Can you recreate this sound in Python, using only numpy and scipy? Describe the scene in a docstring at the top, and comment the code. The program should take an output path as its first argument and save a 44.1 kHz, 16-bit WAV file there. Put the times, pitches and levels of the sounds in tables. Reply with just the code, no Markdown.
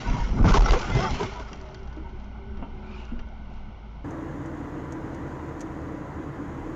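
"""Tyres chirp, with a high partial above, in a shaking truck cab as it rams a car into the trailer ahead.
Panels crumple as patchy noise with ringing fractures, metal groans by stick-slip and squeals, glass sprays
as patchy bright noise with faint tiny rings, and the microphone overloads. Struck modes make bits settle
over the running engine's hum. A second scene then follows at once: a car cruises on a highway, with coloured
noise for tyre roar and air, wandering tones for the drone, and damped modes for the ticking trim."""
import sys
import numpy as np
from scipy import signal
from scipy.fft import rfft, irfft, next_fast_len
from scipy.io import wavfile
from scipy.ndimage import uniform_filter1d, map_coordinates

SR = 44100
rng = np.random.default_rng(int(sys.argv[2]) if len(sys.argv) > 2 else 0)


def waveform_to_disk(signal):
    """Save audio, clipped to [-1, 1], as 16-bit WAV at the path in sys.argv[1]."""
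    frames = np.transpose(np.atleast_2d(signal))
    scaled = np.clip(frames, -1, 1) * 32767
    samples = np.round(scaled).astype(np.int16)
    wavfile.write(sys.argv[1], SR, samples)


N = 297734

CUT_S = 4.043  # the crash scene gives way to the highway scene
CAB_TOP_HZ, TOP_HZ = 7450, 15030  # upper band limits of the cab microphone and of the whole output
CEILING = .295  # amplitude at which the cab microphone overloads

# Highway: tyre roar spectrum. Each row: frequency in Hz, relative level in dB per Hz.
ROAD_SPECTRUM = [(11, -36), (18, -18), (27, -27), (53, -15), (70, -4.5), (130, -6), (219, -10), (318, -6.5),
                 (391, -12), (462, -8.5), (645, -15), (998, -14.5), (1150, -17.5), (2030, -24), (2600, -50),
                 (3380, -65), (5720, -120)]
# Air hiss spectrum. Each row: frequency in Hz, relative level in dB per Hz.
AIR_SPECTRUM = [(1300, -35), (2200, -3), (3000, -7.5), (3500, -11), (4600, -15.5), (5500, -16.5),
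                (6800, -11), (7500, -20), (8500, -26.5), (10000, -29.5), (15000, -30.5)]
# Resonances of tyres and body. Each row: frequency in Hz, width in Hz, strength in dB.
TYRE_RESONANCES = [(139.6, 14, 6), (282, 67, 1), (990, 13, 2.5)]
# Tyre roar as the road surface changes. Each row: time in seconds, level in dB.
CRUISE_LEVELS = [(4.05, -36), (4.6, -36), (5.4, -35.5), (6.1, -36.5), (6.75, -35.5)]
HISS_DB = -25.5  # air hiss against the tyre roar
# Drone of engine and tyres. Each row: frequency in Hz, rms level in dB.
DRONE_TONES = [(39, -48.5), (78, -46.5), (194, -52), (233, -63.5), (292, -46.5), (322, -45)]
# Ticks of the dashboard trim. Each row: start in seconds, level in dB.
TRIM_TICKS = [(4.106, -54.5), (4.458, -57.5), (4.922, -47.5), (5.146, -54), (5.594, -57), (5.606, -44),
              (5.612, -45)]
# Noise spectrum of a trim tick. Each row: frequency in Hz, relative level in dB per Hz.
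TICK_SPECTRUM = [(1200, -15), (2300, -4.5), (4000, -11.5), (6200, -1), (7300, -3.5), (9000, -16),
                 (15000, -32)]
# Ringing modes of the trim. Each row: frequency in Hz, level in dB, t60 in seconds.
TRIM_MODES = [(2315, -6, .075), (6080, -5, .056), (6530, -5, .059), (7120, -9, .054)]
CHATTER_PER_S, CHATTER_DB = 12, -57  # small plastic parts: ticks a second, greatest nominal level
# Modes of the chattering parts. Each row: frequency in Hz, level in dB, t60 in seconds.
CHATTER_MODES = [(6750, 0, .012), (7250, -1, .012)]

# Engine in the cab. Each row: frequency in Hz, rms level in dB.
ENGINE_TONES = [(57, -41.5)]
# A higher hum of the engine, before its fade-in. Each row: frequency in Hz, rms level in dB.
ENGINE_HUM_TONES = [(209, -56)]
# Rattling cab spectrum. Each row: frequency in Hz, relative level in dB per Hz.
RATTLE_SPECTRUM = [(35, -51), (60, -13), (86, -6.5), (178, -11), (215, -13), (340, -21), (380, -17.5),
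                   (474, -26.5), (609, -22), (772, -22), (933, -22), (1080, -26.5), (1450, -29.5),
                   (1620, -38), (2600, -47), (3380, -56), (5720, -120)]
# Rustle of loose things. Each row: frequency in Hz, relative level in dB per Hz.
RUSTLE_SPECTRUM = [(1120, -38.5), (1900, -13), (2180, 2.5), (2570, -10.5), (2830, -2.5), (3210, -6.5),
                   (3490, -10), (4410, -15.5), (4970, -18.5), (5630, -16), (7400, -34), (9620, -56),
                   (16300, -120)]
RUSTLE_DB = -63  # before the cab's fade-in
# Hollow resonances of the cab. Each row: frequency in Hz, width in Hz, strength in dB.
HOLLOWS = [(375, 50, 1.5), (855, 150, -7.5), (1330, 11, 4), (1497, 37, 10), (2096, 100, 10.5),
           (2950, 250, -11)]
# The cab sways on its springs. Each row: start in seconds, length in seconds, level in dB.
SWAYS = [(1.8, 0.06, -36), (2.13, 0.029, -37), (2.48, 0.14, -35.5), (2.75, 0.021, -38), (3.17, 0.05, -31)]
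SWAY_RISE_DB_PER_S, SWAY_FALL_DB_PER_S, RUMBLE_DB = 108, 66, -44
# Hollow booms in the cab. Each row: start in seconds, length in seconds, level in dB.
BOOMS = [(2.29, .04, -42.5), (2.6, .026, -45.5), (2.83, .06, -42), (3.12, .06, -46), (3.48, .09, -46.5)]
BOOM_RISE_DB_PER_S, BOOM_FALL_DB_PER_S = 117, 76
# The rattle fades from the end of the crash, and swinging objects stir it up again for a while
CALM_S, RATTLE_DB, RATTLE_FALL_DB_PER_S = 1.5, -44.5, 1.1
STIR_S, STIR_HOLD_S, STIR_DB, STIR_RISE_DB_PER_S, STIR_FALL_DB_PER_S = 2.71, 0.52, -53, 41, 26
# A thin drone comes and goes. Each row: start in seconds, length in seconds, level in dB before
# the cab's fade-in, then start, middle and end pitch in Hz.
WHINES = [(1.45, .52, -50, 408, 383, 388), (1.95, .3, -52, 392, 372, 362),
          (2.33, .35, -48.5, 382, 387, 378), (2.6, .58, -50.5, 368, 373, 357)]

# Things slide over the dashboard. 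Each row: time at full speed in seconds, length in seconds, level in dB.
SLIDES = [(2.21, .02, -64), (2.95, .06, -51.5), (3.55, .02, -62)]
SLIDE_RISE_DB_PER_S, SLIDE_FALL_DB_PER_S = 80, 95
# Sliding spectrum. Each row: frequency in Hz, relative level in dB per Hz.
DASH_SPECTRUM = [(500, -20), (860, 2), (1150, -1), (1470, 1), (1800, -10), (2400, -3), (2850, -4),
                 (3400, -12), (4000, -11.5), (4700, -15), (6000, -20), (7400, -26)]
# Sliding resonance before and after its climb. Each row: frequency in Hz, width in Hz, strength in dB.
SLIDE_RING = [(2410, 100, 6), (2790, 110, 3)]
SLIDE_CLIMB_S = (2.95, 2.99)  # start and end of the climb

# Knocks in the cab. Each row: start in seconds, thud level in dB, thud pitch in Hz, clack in dB over the thud.
KNOCKS = [(1.515, -36, 160, -13), (1.969, -34, 318, -15), (2.59, -35, 120, -16), (2.623, -33.5, 260, -8),
          (3.118, -34, 235, -20), (3.193, -48, 220, -3)]
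# Modes of the struck dashboard. Each row: frequency in Hz, level in dB, t60 in seconds.
DASH_MODES = [(373, -1, 0.2), (576, -5.5, 0.22), (912, 6, .13), (1196, 1, 0.13), (1360, 1, 0.22),
              (1500, -16, 0.19), (2130, -13, .16), (2770, -8, 0.18), (3100, -12.5, 0.21)]
# Landing fragments. Each row: start in seconds, tap level in dB, bright tick in dB over the tap.
BITS = [(1.336, -45, 1), (1.530, -42, 3), (1.558, -52, 2), (1.613, -53, 6), (1.688, -57, 1),
        (1.745, -45, 5), (1.791, -58, 2), (1.831, -58, 3), (1.874, -52, -6), (1.927, -52, -6),
        (1.964, -57, 0), (2.092, -56, -8), (2.199, -59, 3), (2.243, -59, 1), (2.571, -52, -15),
        (3.052, -59, 9), (3.09, -62, 3), (3.192, -46.5, -9), (3.287, -66, 5), (3.538, -62, 4),
        (3.57, -61, -2)]
# Modes of a landing fragment. Each row: frequency in Hz, level in dB, t60 in seconds.
BIT_MODES = [(2780, 0, .06), (3170, 2, .15), (4730, -5, .06), (5860, -3, .09), (6150, -8, .045)]
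# Resonances of the fragments. Each row: frequency in Hz, width in Hz, strength in dB.
BIT_RING = [(2800, 90, 1), (3100, 90, -4), (5840, 160, -4.5)]
TRICKLE_DB, TRICKLE_FALL_DB_PER_S = -57, 27  # glass crumbs: steady until CALM_S, then ever fainter

# Squeals: a tyre chirp's high partial, then steel on steel. Each row: start in seconds, length in seconds,
# level in dB, pitch in Hz.
SQUEALS = [(.04, .24, -54, 2170), (.642, .07, -39.5, 2043), (.643, .028, -43, 5437),
           (.643, .028, -43, 5728), (.682, .028, -44, 4820), (.672, .025, -47, 3790),
           (.918, .08, -38, 2054), (1.0, .08, -46, 2062), (.96, .045, -45.5, 3252), (1.045, .04, -46, 3242),
           (.965, .125, -49.5, 5230)]
# Bending metal groans. Each row: start and length in seconds, level in dB, start, middle and end pitch in Hz.
GROANS = [(.72, .03, -22, 345, 385, 425), (.745, .05, -29, 470, 495, 500), (.945, .07, -30, 360, 410, 345),
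          (1.185, .08, -29.5, 375, 415, 405), (1.262, .04, -37, 395, 398, 396),
          (1.57, .2, -49, 640, 632, 595)]
# Metal rasps. Each row: start and length in seconds, level in dB, start, middle and end pitch in Hz.
SCRAPES = [(.972, .14, -30, 300, 385, 290)]
# A bending panel's resonance glides. Each row: start and length in seconds, level in dB, start, middle
# and end pitch in Hz.
BENDS = [(.533, .025, -24, 1180, 1070, 1030), (.563, .028, -25, 850, 950, 1070),
         (.898, .028, -34, 1450, 1400, 1310), (.938, .037, -33, 1150, 850, 760),
         (.982, .03, -31, 660, 675, 720), (1.012, .11, -33, 830, 880, 810),
         (1.019, .048, -29, 1175, 1205, 1160), (1.067, .025, -33, 1410, 1350, 1280),
         (1.193, .028, -34, 940, 980, 1010)]
# Tyres chirp. Each row: start and length in seconds, level in dB, start, middle and end pitch in Hz.
CHIRPS = [(.052, .058, -35, 955, 948, 958), (.115, .075, -39, 950, 964, 972),
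          (.17, .075, -35, 962, 942, 935), (1.325, .109, -41, 966, 972, 945),
          (2.03, .069, -46, 927, 930, 935)]

# Jolts rock the cab. Each row: start in seconds, level in dB, frequency in Hz, hold in seconds.
JOLTS = [(.107, -15, 33, .015), (.2, -21, 36, .02), (.412, -9, 31, .03), (.446, -15, 88, .035),
         (.510, -7, 39, .018), (.583, -7, 39, .032), (.950, -16, 125, .018)]
JOLT_FALL_DB_PER_S = 800
# Buckling panels. Each row: start in seconds, crunch level in dB, boom in dB over it, crack in dB over it,
# t60 of crunch and crack in seconds.
BLOWS = [(.135, -47, 22, -10, .22), (.29, -35, -6, -14, .06), (.383, -27, -3, -24, .06),
         (.444, -18, -6, -24, .1), (.459, -24, -2, -9, .07), (.482, -27, -3, -5, .09),
         (.493, -22, -10, -14, .06), (.503, -27, -6, -7, .07), (.516, -22, -8, -8, .06),
         (.539, -17, -13, -10, .14), (.556, -19, -12, -16, .08), (.569, -24, -12, -4, .1),
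         (.606, -26, -10, -7, .05), (.62, -29, -10, -6, .07), (.657, -25, -14, -10, .09),
         (.685, -23, -10, -12, .06), (.707, -16, -10, -8, .11), (.727, -17, -18, -17, .13),
         (.79, -33, -10, -1, .07), (.814, -32, -10, -2, .06), (.948, -33, 9, -5, .2),
         (1.001, -25, -8, -12, .07), (1.032, -26, -14, -12, .08), (1.106, -38, -10, 3, .04),
         (1.14, -34, -2, -7, .15), (1.203, -27, -11, -16, .14), (1.232, -26, -9, -14, .09),
         (1.255, -32, -14, -14, .07), (1.396, -33, -20, -14, .1)]

# The car folds in stages. Each row: start in seconds, length in seconds, then level in dB of crumpling panels,
# spraying glass and flexing shell.
FOLDS = [(-0.01, 0.23, -41, -44, -32), (0.418, .04, -38.5, -52, -37.5), (0.472, 0.059, -28, -34.5, -19),
         (0.664, 0.042, -33, -36.5, -28), (0.792, 0.044, -39, -42.5, -38.5),
         (0.925, 0.091, -39, -38.5, -29.5), (1.11, 0.11, -40, -41.5, -35.5), (1.355, 0.032, -45, -61, -48)]
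FOLD_RISE_DB_PER_S, FOLD_FALL_DB_PER_S = 172.5, 62
GLASS_RISE_DB_PER_S, GLASS_FALL_DB_PER_S, GLASS_LAG_S = 206, 78, 0.017
SHELL_RISE_DB_PER_S, SHELL_FALL_DB_PER_S, SHELL_LEAD_S = 129.5, 112.5, 0.032
# The cab shakes hardest at the main impact
SHAKE_S, SHAKE_HOLD_S, SHAKE_DB, SHAKE_RISE_DB_PER_S, SHAKE_FALL_DB_PER_S = 0.59, 0.062, -20, 11.5, 29
# Shaking cab spectrum. Each row: frequency in Hz, relative level in dB per Hz.
SHAKE_SPECTRUM = [(9, -35), (15, -6.5), (30, -7), (42, 2.5), (55, -1), (75, -8), (110, -10), (200, -36),
                  (350, -88)]
# Flexing body shell spectrum. Each row: frequency in Hz, relative level in dB per Hz.
SHELL_SPECTRUM = [(60, -22), (100, -5), (160, -3), (250, -5), (330, -14.5), (500, -21.5), (900, -34.5),
                  (2000, -60.5)]
# Crumpling panel spectrum. Each row: frequency in Hz, relative level in dB per Hz.
PANEL_SPECTRUM = [(150, -44.5), (300, -11), (400, -0.5), (560, 0), (650, 3), (830, 1), (1050, 0.5),
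                  (1370, 0), (1640, -16.5), (2100, -16.5), (2600, -19), (3400, -42)]
# Snaps of metal and plastic. Each row: frequency in Hz, relative level in dB per Hz.
SNAP_SPECTRUM = [(200, -29.5), (450, -6), (900, 8.5), (1400, 1.5), (1750, -15.5), (2200, -7.5), (3200, -14),
                 (4000, -29.5), (6000, -9.5), (7400, -18.5)]
SNAP_DB = -8  # snaps against the panels
# Spraying glass spectrum. Each row: frequency in Hz, relative level in dB per Hz.
GLASS_SPECTRUM = [(1120, -9), (1900, -3), (2100, 1.5), (2530, -6), (3280, -5), (3570, -11.5), (3850, -10),
                  (4560, -12), (4690, -11.5), (5570, -9.5), (7400, -20.5), (9620, -45.5), (16300, -120)]


def amp(db):
    """Amplitude ratio: 20 dB for each factor of ten."""
    return 10 ** (np.asarray(db) / 20)


def unit(x):
    """Normalization by mean power: scale to rms 1."""
    return x / np.sqrt(np.mean(x ** 2) + 1e-20)


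def clock(seconds):
    """Uniform sampling: the sample times of a stretch."""
    return np.arange(int(seconds * SR)) / SR


def add(track, s, sound):
    """Superposition: mix a sound in at time s."""
    part = track[max(0, round(s * SR)):][:len(sound)]
    part += sound[:len(part)]


def ramp(start, end):
    """Linear growth from 0 to 1 between two times."""
    return np.clip((np.arange(N) / SR - start) / max(end - start, 1 / SR), 0, 1)


def surge(s, length, rise, fall):
    """Exponential growth and decay about a hold at gain 1 from time s; slopes in dB per second."""
    t = np.arange(N) / SR - s
    return amp(rise * np.minimum(t, 0) - fall * np.maximum(t - length, 0))


def surges(rows, rise, fall):
    """Power addition: the joint gain of overlapping (start s, length s, dB) surges."""
    return np.sqrt(sum((amp(db) * surge(s, length, rise, fall)) ** 2 for s, length, db in rows))


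def swell(length, edge):
    """Tapered stroke: fades in and out over a share of its length."""
    return signal.windows.tukey(int(length * SR), np.clip(edge, 0, 1))


def wobble(rate, size=N):
    """Slow random fluctuation: a smooth curve through random knots, rate a second."""
    knots = rng.standard_normal(int(size * rate / SR) + 4)
    return map_coordinates(knots, [np.arange(size) * rate / SR])


def filtered(x, response):
    """Linear filtering: multiply the spectrum of x by a response of frequency."""
    size = next_fast_len(len(x) + SR // 4)
    return irfft(rfft(x, size) * response(np.fft.rfftfreq(size, 1 / SR)), size)[:len(x)]


def colour(x, points, peaks=()):
    """Spectral shaping: x takes a (Hz, dB) slope with second-order resonances on top; rms 1."""
    hz, db = np.transpose(points)

    def response(f):
        slope = amp(np.interp(np.log(f + 1), np.log(hz), db))
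        resonance = 1 + sum(amp(g) * 1j * f * w / (c * c - f * f + 1j * f * w) for c, w, g in peaks)
        return slope * resonance

    return unit(filtered(x, response))


def rush(patchy_db, size=N):
    """Modulated turbulence: noise whose strength drifts in patches of time and pitch."""
    z = signal.stft(rng.standard_normal(size), nperseg=1024)[2]
    field = uniform_filter1d(rng.standard_normal(z.shape), size=5, axis=0)
    field = uniform_filter1d(field, size=5, axis=1)
    return unit(signal.istft(z * amp(patchy_db * unit(field)))[1][:size])


def shards(rate, spread_db, t60, low_hz, high_hz):
    """Random fracture: a hail of small breaks until CUT_S, each ringing briefly at its own pitch."""
    t = clock(.035)
    when, pitch, size, life = rng.random((int(rate * CUT_S), 4)).T[:, :, None]
    hz = low_hz + (high_hz - low_hz) * pitch
    decay_db = -60 * t / (t60 * (.5 + life))  # each life is 0.5 to 1.5 times t60
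    rings = amp(spread_db * size ** 3 + decay_db) * np.sin(2 * np.pi * hz * t)
    index = (when * CUT_S * SR).astype(int) + np.arange(len(t))
    return unit(np.bincount(index.ravel(), rings.ravel(), N)[:N])


def burst(points, t60, attack, peaks=()):
    """Heavily damped impact: coloured noise that dies away exponentially."""
    t = clock(.4)
    noise = colour(rng.standard_normal(len(t)), points, peaks)
    return noise * amp(-60 * t / t60) * (1 - np.exp(-t / attack))


def ring(modes, scatter_db=2, attack=0.00054):
    """Modal vibration: damped sines, a little different in pitch and level at every blow."""
    t = clock(.4)
    tones = 0
    for hz, db, t60 in modes:
        decay = amp(db + rng.normal(0, scatter_db) - 60 * t / t60)
        tones = tones + decay * np.sin(2 * np.pi * hz * (1 + rng.normal(0, .01)) * t)
    return tones * (1 - np.exp(-t / attack))


def stick_slip(rows, overtones_db, jitter, rough_db):
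    """Stick-slip friction: an unsteady slip rate glides through three pitches, with harmonics."""
    out = np.zeros(N)
    for s, length, db, *hz in rows:
        stroke = swell(length, edge=0.84)
        size = len(stroke)
        pitch = np.polyval(np.polyfit([0, .5, 1], hz, 2), np.linspace(0, 1, size))
        phase = 2 * np.pi * np.cumsum(pitch * (1 + jitter * wobble(300, size))) / SR
        tone = 0
        for k, overtone_db in enumerate(overtones_db, 1):
            tone = tone + amp(overtone_db + rough_db * wobble(144, size)) * np.sin(k * phase)
        add(out, s, amp(db) * stroke * unit(tone))
    return out


def hum(lines, drift, waver_db, rate):
    """Periodic excitation: machine tones that wander a little in pitch and strength."""
    out = np.zeros(N)
    for hz, db in lines:
        strength = amp(waver_db * wobble(rate))
        phase = 2 * np.pi * np.cumsum(hz * (1 + drift * wobble(rate))) / SR
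        out += amp(db) * unit(strength * np.sin(phase))
    return out


def highway():
    """Broadband rolling noise through body resonances, with engine drone, air hiss and modal trim ticks."""
    surface = amp(np.interp(np.arange(N) / SR, *np.transpose(CRUISE_LEVELS)))
    roar = colour(rush(patchy_db=0.76), ROAD_SPECTRUM, TYRE_RESONANCES)
    hiss = amp(HISS_DB) * colour(rush(patchy_db=1.2), AIR_SPECTRUM)
    out = surface * (roar + hiss)
    for s, db in TRIM_TICKS:
        tick = burst(TICK_SPECTRUM, t60=0.042, attack=0.00039) + ring(TRIM_MODES)
        add(out, s, amp(db) * tick)
    span = N / SR - CUT_S
    # chatter falls at random times, up to 10 dB below its nominal level
    for when, size_db in rng.random((int(CHATTER_PER_S * span), 2)) * [span, -10]:
        add(out, CUT_S + when, amp(CHATTER_DB + size_db) * ring(CHATTER_MODES))
    return out + hum(DRONE_TONES, drift=0.00794, waver_db=3.0, rate=9)


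def cab():
    """Forced and resonant vibration: the engine runs on while the cab sways, booms, whines and rattles."""
    rock = np.hypot(amp(RUMBLE_DB), surges(SWAYS, SWAY_RISE_DB_PER_S, SWAY_FALL_DB_PER_S))
    stir = amp(STIR_DB) * surge(STIR_S, STIR_HOLD_S, STIR_RISE_DB_PER_S, STIR_FALL_DB_PER_S)
    rattle = np.hypot(stir, amp(RATTLE_DB) * surge(CALM_S, 0, 0, RATTLE_FALL_DB_PER_S))
    boom = surges(BOOMS, BOOM_RISE_DB_PER_S, BOOM_FALL_DB_PER_S)
    rumble = colour(rng.standard_normal(N),
                    [(10, -18.0), (22, 3.0), (40, -12.5), (70, -12.0), (120, -29.5), (250, -99.5)])
    body = colour(rush(patchy_db=1.5), RATTLE_SPECTRUM, HOLLOWS[1:])
    rustle = colour(rng.standard_normal(N), RUSTLE_SPECTRUM)
    cavity = colour(rush(patchy_db=2.0), [(150, -49), (195, -4.0), (210, 3.5), (230, -7.5),
                                          (260, -12.0), (320, -40.0), (600, -101)])
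    out = rock * rumble + rattle * body + amp(RUSTLE_DB) * rustle + boom * cavity
    out += stick_slip(WHINES, [0], jitter=.035, rough_db=3.5)
    out += hum(ENGINE_HUM_TONES, drift=.02, waver_db=4, rate=9)
    # all but the low engine tone fades in during the crash
    return out * ramp(0.24, 1.6) + hum(ENGINE_TONES, drift=0.032, waver_db=1.5, rate=5.6)


def sliding():
    """Granular friction: loose things scrape over the dashboard, and a resonance climbs in pitch."""
    fractures = shards(rate=2500, spread_db=7, t60=.03, low_hz=600, high_hz=7400)
    grains = rush(patchy_db=2) + amp(-2) * fractures
    slow, fast = (colour(grains, DASH_SPECTRUM, [peak]) for peak in SLIDE_RING)
    share = ramp(*SLIDE_CLIMB_S)
    return surges(SLIDES, SLIDE_RISE_DB_PER_S, SLIDE_FALL_DB_PER_S) * (slow * (1 - share) + fast * share)


def settling():
    """Modal impact: glass crumbs trickle, loose objects knock and fragments ring as they land."""
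    hail = shards(rate=2000, spread_db=8.5, t60=0.0023, low_hz=1490, high_hz=7440)
    crumbs = colour(hail, GLASS_SPECTRUM, BIT_RING)
    out = amp(TRICKLE_DB) * surge(CALM_S, 0, 0, TRICKLE_FALL_DB_PER_S) * crumbs
    for s, db, hz, clack_db in KNOCKS:
        thud = ring([(hz, 0, .2)], scatter_db=2.5)
        thud += amp(-8.0) * burst([(80, -21.0), (200, -1.5), (290, -7.0), (450, -11.0), (1000, -58.5)],
                                  t60=0.49, attack=0.0014)
        clack = amp(-6.0) * ring(DASH_MODES, attack=0.0023)
        clack += amp(0.5) * burst([(300, -14.0), (600, 14.0), (1400, -3.0), (1750, -8.0), (2200, -3.5),
                                   (3000, -10.0), (4500, -47.0)], t60=0.21, attack=.001)
        add(out, s, amp(db) * (thud + amp(clack_db) * clack))
    for s, db, tick_db in BITS:
        tap = amp(2.0) * burst([(500, -3.5), (1500, 1.0), (3000, -6.0), (5000, -12.5), (7400, -27.5)],
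                               t60=0.048, attack=.0004, peaks=BIT_RING)
        tap += amp(-11.5) * ring(BIT_MODES)
        tick = burst([(2000, -18.5), (4500, 3), (6000, 1), (7400, -9.0)],
                     t60=0.016, attack=.0003, peaks=BIT_RING)
        add(out, s, amp(db) * (tap + amp(tick_db) * tick))
    return out


def friction():
    """Self-excited vibration: tyres chirp with a high partial, steel squeals, bent metal groans and rasps."""
    out = np.zeros(N)
    for s, length, db, hz in SQUEALS:
        stroke = swell(length, edge=0.21)
        size = len(stroke)
        phase = 2 * np.pi * np.cumsum(hz * (1 + .004 * wobble(150, size))) / SR
        tone = unit(amp(3.5 * wobble(70, size)) * np.sin(phase))
        add(out, s, amp(db) * stroke * tone)
    out += stick_slip(GROANS, [4, -10, -14, -16], jitter=.035, rough_db=3)
    out += stick_slip(SCRAPES, [-3, 0, -2, -8, -24, -21], jitter=.02, rough_db=3.5)
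    out += stick_slip(BENDS, [0], jitter=.012, rough_db=2.5)
    return out + stick_slip(CHIRPS, [0, -24, -23], jitter=.006, rough_db=1.8)


def jolts():
    """Damped oscillation: each heavy jolt rocks the cab at a low frequency, holds, then dies fast."""
    out, t = np.zeros(N), clock(.5)
    for s, db, hz, hold in JOLTS:
        gain = amp(db - JOLT_FALL_DB_PER_S * np.maximum(t - hold, 0))
        add(out, s, gain * np.sin(2 * np.pi * hz * t))
    return out


def impacts():
    """Sudden buckling: each panel booms low, crunches in the middle and cracks in the treble."""
    out = np.zeros(N)
    for s, db, boom_db, crack_db, t60 in BLOWS:
        boom = burst([(40, -39.0), (110, 3.5), (300, -15.5), (700, -47.0), (2000, -70.0)],
                     t60=0.28, attack=0.0013)
        crunch = burst([(150, -9.0), (380, 11.0), (1300, 1.5), (1750, -9.5), (3000, -21.0), (7000, -53.5)],
                       t60=t60, attack=0.0019, peaks=HOLLOWS)
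        crack = burst([(1000, -30), (2300, -4), (3000, 0), (4200, -5), (6000, -4), (7400, -15)],
                      t60=t60, attack=0.0005)
        add(out, s, amp(db) * (amp(boom_db) * boom + crunch + amp(crack_db) * crack))
    return out


def crumpling():
    """Progressive collapse: the cab shakes; by stages the shell flexes, panels fold and glass sprays."""
    s, length, panel_db, glass_db, shell_db = np.transpose(FOLDS)
    flex = surges(zip(s - SHELL_LEAD_S, length, shell_db), SHELL_RISE_DB_PER_S, SHELL_FALL_DB_PER_S)
    fold = surges(zip(s, length, panel_db), FOLD_RISE_DB_PER_S, FOLD_FALL_DB_PER_S)
    spray = surges(zip(s + GLASS_LAG_S, length, glass_db), GLASS_RISE_DB_PER_S, GLASS_FALL_DB_PER_S)
    shake = amp(SHAKE_DB) * surge(SHAKE_S, SHAKE_HOLD_S, SHAKE_RISE_DB_PER_S, SHAKE_FALL_DB_PER_S)

    rumble = colour(rush(patchy_db=-7), SHAKE_SPECTRUM)
    shell = colour(rush(patchy_db=3.5), SHELL_SPECTRUM)
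    fits = unit(amp(1.5 * wobble(220)))  # folding and spraying fluctuate together
    creases = shards(rate=540, spread_db=9.5, t60=0.13, low_hz=281.6, high_hz=1606)
    panels = colour(rush(patchy_db=-1.5) + amp(-6.0) * creases, PANEL_SPECTRUM, HOLLOWS)
    breaks = shards(rate=900, spread_db=16, t60=.011, low_hz=400, high_hz=4200)
    snaps = colour(breaks, SNAP_SPECTRUM)
    # glass is mainly patchy noise, with faint tiny rings
    splinters = shards(rate=1200, spread_db=6, t60=0.0078, low_hz=1850, high_hz=7340)
    glass = colour(rush(patchy_db=3.5) + amp(-16.5) * splinters, GLASS_SPECTRUM)
    folding = fold * unit(panels + amp(SNAP_DB) * snaps)
    return shake * rumble + flex * shell + fits * (folding + spray * glass)


def splice(before, after):
    """Linear crossfade: one scene gives way to the other within 4 ms."""
    share = ramp(CUT_S - .002, CUT_S + .002)
    return before * (1 - share) + after * share


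def scene():
    """Superposition of the collision's sources, then the highway."""
    crash = cab() + sliding() + settling() + friction() + jolts() + impacts() + crumpling()
    return splice(crash, highway())[None]


def record(dry, stopband_db=-17, fizz_db=-13):
    """Saturation: the narrow cab microphone clips softly and fizzes; the highway one reaches higher."""
    narrow = filtered(dry[0] * ramp(0, .003), lambda hz: hz < CAB_TOP_HZ)
    clipped = narrow / (1 + np.abs(narrow / CEILING) ** 3.5) ** (1 / 3.5)
    # distortion products above the band are weakened
    dulled = filtered(clipped, lambda hz: np.where(hz < CAB_TOP_HZ, 1, amp(stopband_db)))
    # fast-moving samples above the ceiling raise a noise
    overload = uniform_filter1d(np.abs(np.gradient(narrow)) * (np.abs(narrow) > CEILING), size=2500)
    fizz = amp(fizz_db) * overload * rng.standard_normal(N)
    return filtered(splice(dulled + fizz, dry[0]), lambda hz: hz < TOP_HZ)[None]


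dry = scene()
out = record(dry)
waveform_to_disk(out)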